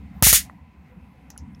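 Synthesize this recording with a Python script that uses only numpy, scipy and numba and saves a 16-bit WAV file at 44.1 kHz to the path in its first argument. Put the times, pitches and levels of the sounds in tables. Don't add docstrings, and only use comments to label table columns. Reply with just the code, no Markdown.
import sys
import numpy as np
from scipy import signal
from scipy.fft import rfft, irfft
from scipy.io import wavfile
from scipy.ndimage import uniform_filter1d
from numba import njit

SR = 44100
rng = np.random.default_rng(int(sys.argv[2]) if len(sys.argv) > 2 else 0)


def int16_out(signal):
    q = np.round(np.clip(np.atleast_2d(signal).T, -1, 1) * 32767)
    wavfile.write(sys.argv[1], SR, q.astype(np.int16))


def elevation(decibels):
    levels = np.asarray(decibels, float)
    return 10 ** (levels / 20)


N = 70560
T = np.arange(N) / SR
F = np.maximum(np.fft.rfftfreq(N, 1 / SR), 1)
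LIMIT_DB = -8.5

# start_s, level_db (over the limiter's top), snap_db, thump_db, thump_sign (signed size)
SPARK_EVENTS = [
    (0.2247, 27, 6.5, -15, -1.2),
    (0.2667, 19, -15.5, -17.5, -1),
    (0.3276, 18, -11, -19, 0.61),
]


def curve(table, hz):
    table = np.array(table)
    return np.interp(np.log(hz), np.log(table[:, 0]), table[:, 1])


def unit(x):
    return x / np.sqrt(np.mean(x ** 2))


def noise():
    return rng.standard_normal(N)


def band(x, hz, width_hz):
    return signal.lfilter(*signal.iirpeak(min(hz, .45 * SR), hz / width_hz, fs=SR), x)


def walk(rate_hz):
    hold = int(SR / rate_hz)
    steps = np.repeat(rng.standard_normal(N // hold + 1), hold)
    return 1.3 * uniform_filter1d(uniform_filter1d(steps, hold), hold)[:N]


def place(x, start_s):
    return np.concatenate([np.zeros(int(start_s * SR)), x])[:N]


def bands(table, low_hz, octaves, flicker_db, swell_db):
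    out = 0
    for hz in low_hz * 2 ** np.arange(0, octaves, 1 / 3):
        shape = elevation(curve(table, F)) * np.exp(-(np.log2(F / hz) * 3) ** 2)
        out = out + irfft(rfft(noise()) * shape, N) * elevation(swell_db + flicker_db * walk(14))
    return unit(out)


def rumble(swell_db):
    # freq_hz, level_db
    rumble_colour = [(15, -54), (25, -30), (65, 2), (83, 1), (97, -6.5), (182, -2.5), (288, -10.5),
                     (313, -23), (420, -31.5), (550, -52.5), (920, -120)]
    # time_s, level_db
    rumble_level = [(0.0, -36), (0.16, -40), (0.392, -39), (0.542, -46.5), (0.734, -51.5), (0.894, -49.5),
                    (1.314, -46), (1.496, -41.5), (1.6, -46)]
    level_db = np.interp(T, *np.array(rumble_level).T)
    sound = bands(rumble_colour, 35, 3.1, 1.5, swell_db) * elevation(level_db)
    low = signal.filtfilt(*signal.butter(2, 110, fs=SR), sound)
    return sound + low * (elevation(-6) - 1)


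def handling():
    # centre_s, length_s, pitch_hz, level_db
    rub_tones = [
        (.17, 0.01, 185, -31.5),
        (.49, .02, 188, -49.5),
        (.98, 0.011, 175.5, -37.5),
        (.93, 0.019, 504, -54),
        (1.15, .015, 523, -59.5),
        (1.17, 0.017, 128.7, -48),
        (1.59, 0.012, 185, -43),
    ]
    # centre_s, length_s, pitch_hz, level_db
    boom_tones = [(0.078, 0.12, 69.1, -39.5), (0.171, 0.03, 71, -36.5), (0.446, 0.035, 70.5, -39.5),
                  (0.624, 0.015, 73.8, -39), (.70, .02, 70, -47), (0.793, 0.026, 73.5, -41.5),
                  (0.931, .03, 64.6, -50), (1.03, 0.018, 77.4, -42), (1.267, 0.046, 67.2, -47),
                  (1.353, 0.015, 69.6, -46), (1.428, 0.021, 75.7, -35), (1.513, 0.033, 75, -49)]
    out = 0
    for centre_s, length_s, hz, db in [*rub_tones, *boom_tones]:
        t = T - centre_s
        out = out + elevation(db) * np.exp(-(t / length_s) ** 2) * np.sin(2 * np.pi * hz * t)
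    return out


def room_air(swell_db):
    # freq_hz, level_db
    air_colour = [(180, -34.5), (300, -6), (848, -17.5), (1000, -3.5), (1110, -13.5), (2060, -18.5),
                  (5740, -43.5), (14900, -35.5), (16500, -45)]
    # freq_hz, width_hz, level_db
    air_humps = [(500, 40, -11.5), (764, 100, -4.5), (1000, 70, -6.5), (2060, 200, -6), (2550, 200, -10.5)]
    air = bands(air_colour, 350, 5.7, 4, swell_db / 2)
    humps = sum(elevation(db + 4 * walk(13)) * unit(band(noise(), hz, width_hz))
                for hz, width_hz, db in air_humps)
    air = unit(air + humps)
    early = T < SPARK_EVENTS[0][0]
    early_hiss = early * elevation(-18) * unit(band(noise(), 3500, 1200))
    return elevation(-59) * (air * elevation(2.5 * early) + early_hiss)


def room():
    swell_db = -2.5 * walk(5)
    return rumble(swell_db) + handling() + room_air(swell_db)


def echo():
    # freq_hz, t60_s
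    room_decay = [(500, 0.083), (2000, 0.15), (5000, .14), (10000, .125), (16000, .11)]
    build_s, far_db, far_t60_s, far_top_hz = .004, -43, .35, 3800
    near = 0
    for hz in 350 * 2 ** np.arange(0, 5.8, .5):
        near = near + band(noise(), hz, hz / 3) * elevation(-60 * T / curve(room_decay, hz))
    far = signal.lfilter(*signal.butter(4, far_top_hz, fs=SR), noise())
    return near * (1 - .5 * np.exp(-T / build_s)) + elevation(far_db - 60 * T / far_t60_s) * far


def tick_echo():
    hz, width_hz, body_fade_s = 6040, 2260, .05
    treble_db, treble_fade_s = -4, .018
    tail = echo()
    body = band(band(tail, hz, width_hz), hz, width_hz) * 2 * np.exp(-T / body_fade_s)
    return body + elevation(treble_db) * band(tail, 11000, 5000) * np.exp(-T / treble_fade_s)


def ticks():
    # start_s, level_db, length_s, echo_db
    tick_events = [
        (1.3025, -41, .003, -3.5),
        (1.3769, -36.5, 0.0012, -7.5),
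        (1.548, -53.5, 0.0026, -14),
        (1.5940, -68, 0.0016, -20),
    ]
    # freq_hz, width_hz, level_db
    plastic_modes = [
        [(800, 450, -0.5), (1700, 700, -8.5), (2940, 590, -5.5), (6100, 1400, 1.5), (9300, 520, -7.5),
         (10400, 460, -8), (11850, 900, -4.5), (14500, 2500, -9)],
        [(2960, 230, -10), (6470, 800, 4), (7030, 980, 0.5), (8900, 570, 2.5), (10060, 1100, 9.5),
         (12900, 2000, -10)],
        [(3340, 1130, -3.5), (5420, 730, 2), (9500, 5000, -16)],
        [(6200, 1500, 4), (10500, 3600, 3)],
    ]
    out = 0
    for (start_s, db, length_s, echo_db), modes in zip(tick_events, plastic_modes):
        scrape = noise() * np.exp(-(T / length_s) ** 4)
        ring = sum(elevation(mode_db) * band(band(scrape, hz, width_hz), hz, width_hz) / np.sqrt(width_hz)
                   for hz, width_hz, mode_db in modes)
        ring = ring / np.sqrt(np.mean(ring[:130] ** 2))
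        out = out + elevation(db) * place(ring + elevation(echo_db) * tick_echo(), start_s)
    return out


def knocks():
    # level_db, pitch_hz, t60_s
    knock_modes = [
        (-17.5, 1090, 0.0053),
        (-35, 1950, 0.015),
        (-50, 9000, 0.0076),
        (-34.5, 1430, 0.011),
        (-64, 810, 0.016),
        (-48, 1940, 0.039),
    ]
    knock_starts = [.4973, .4977, .4975, 1.3622, 1.3027, 1.3027]
    rise = 1 - np.exp(-(T / .0008) ** 2)
    out = 0
    for start_s, (db, hz, t60_s) in zip(knock_starts, knock_modes):
        out = out + place(np.sin(2 * np.pi * hz * T) * elevation(db - 60 * T / t60_s) * rise, start_s)
    return out


def thumps():
    start_hz, end_hz, fall_s = 300, 52, .006
    lead_s, rise_s, decay_s, ring_s, ring_db = .003, .003, .002, .035, -.5
    rattle_db, rattle_hz, rattle_width_hz, rattle_s = -2.5, 850, 850, .0095
    turns = end_hz * T + (start_hz - end_hz) * fall_s * (1 - np.exp(-T / fall_s))
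    late = np.maximum(T - lead_s - rise_s, 0)
    rise = np.minimum(T / (lead_s + rise_s), 1)
    decay = np.exp(-late / decay_s) + elevation(ring_db) * np.exp(-late / ring_s)
    swing = -np.sin(2 * np.pi * turns) * rise * decay
    out = 0
    for start_s, _, _, db, sign in SPARK_EVENTS:
        rattle = unit(band(noise(), rattle_hz, rattle_width_hz)) * np.exp(-(T / rattle_s) ** 4)
        thump = place(sign * swing, start_s - lead_s) + place(elevation(rattle_db) * rattle, start_s)
        out = out + thump * elevation(db)
    return out


def spark_filter():
    # freq_hz, level_db
    spark_colour = [(240, -29.5), (400, -33.5), (1310, -14), (2050, -8.5), (2550, -11), (6900, -5),
                    (15000, -2.5), (15700, -6.5), (16500, -38)]
    grid_hz = np.geomspace(100, 22000, 60)
    gains = elevation(curve([(100, -60), *spark_colour], grid_hz))
    taps = signal.firwin2(255, [0, *grid_hz, SR / 2], [0, *gains, 0], fs=SR)
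    return signal.minimum_phase(np.convolve(taps, taps), method="homomorphic")


def sparks():
    # freq_hz, width_hz, level_db
    spark_peaks = [(2050, 260, -13.5), (2560, 300, -14), (6820, 470, -4.5), (9020, 500, -1)]
    snap_s, echo_db, fresh_share = .00045, -13, .5
    grain_db, grain_rate_hz, low_edge_hz = 2.5, 14000, 1100
    colour, shared = spark_filter(), echo()
    low_cut = signal.butter(2, low_edge_hz, "high", fs=SR)
    out = 0
    for start_s, db, snap_db, _, _ in SPARK_EVENTS:
        snap = np.diff(rng.standard_normal(N + 1)) * np.exp(-(T / snap_s) ** 2) * elevation(snap_db)
        tail = shared * np.sqrt(1 - fresh_share) + echo() * np.sqrt(fresh_share)
        tail = tail * elevation(echo_db + grain_db * walk(grain_rate_hz))
        sound = signal.lfilter(*low_cut, signal.lfilter(colour, 1, snap + tail))
        sound = sound + sum(elevation(peak_db) * band(sound, hz, width_hz)
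                            for hz, width_hz, peak_db in spark_peaks)
        out = out + place(sound, start_s) * elevation(db + LIMIT_DB - echo_db)
    return out


@njit
def follow(x, release):
    y, e = np.empty(len(x)), 0.
    for i in range(len(x)):
        e = max(x[i], e + (x[i] - e) * release)
        y[i] = e
    return y


def limiter(x):
    lookahead_s, sense_s, release_s = .0012, .0025, .004
    k = int(lookahead_s * SR)
    ahead = 2 * k + k // 2
    power = signal.lfilter([1 / (sense_s * SR)], [1, 1 / (sense_s * SR) - 1], x ** 2)
    power = np.concatenate([power[ahead:], power[-ahead:]])
    level = follow(np.sqrt(power), 1 / (release_s * SR))
    return x * uniform_filter1d(np.minimum(1, elevation(LIMIT_DB) / (level + 1e-9)), k)


def scene():
    near = sparks() + ticks() + knocks()
    near = near - .7 * band(near, 8300, 500)
    return (limiter(near + room()) + thumps())[None]


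def roll_off(x):
    return signal.sosfilt(signal.butter(12, 17020, fs=SR, output="sos"), x)


def record(dry):
    x = .76 * np.tanh(dry / .76)
    top_cut = signal.ellip(8, .2, 60, 15900, fs=SR, output="sos")
    return roll_off(signal.sosfilt(top_cut, x))


dry = scene()
out = record(dry)
int16_out(out)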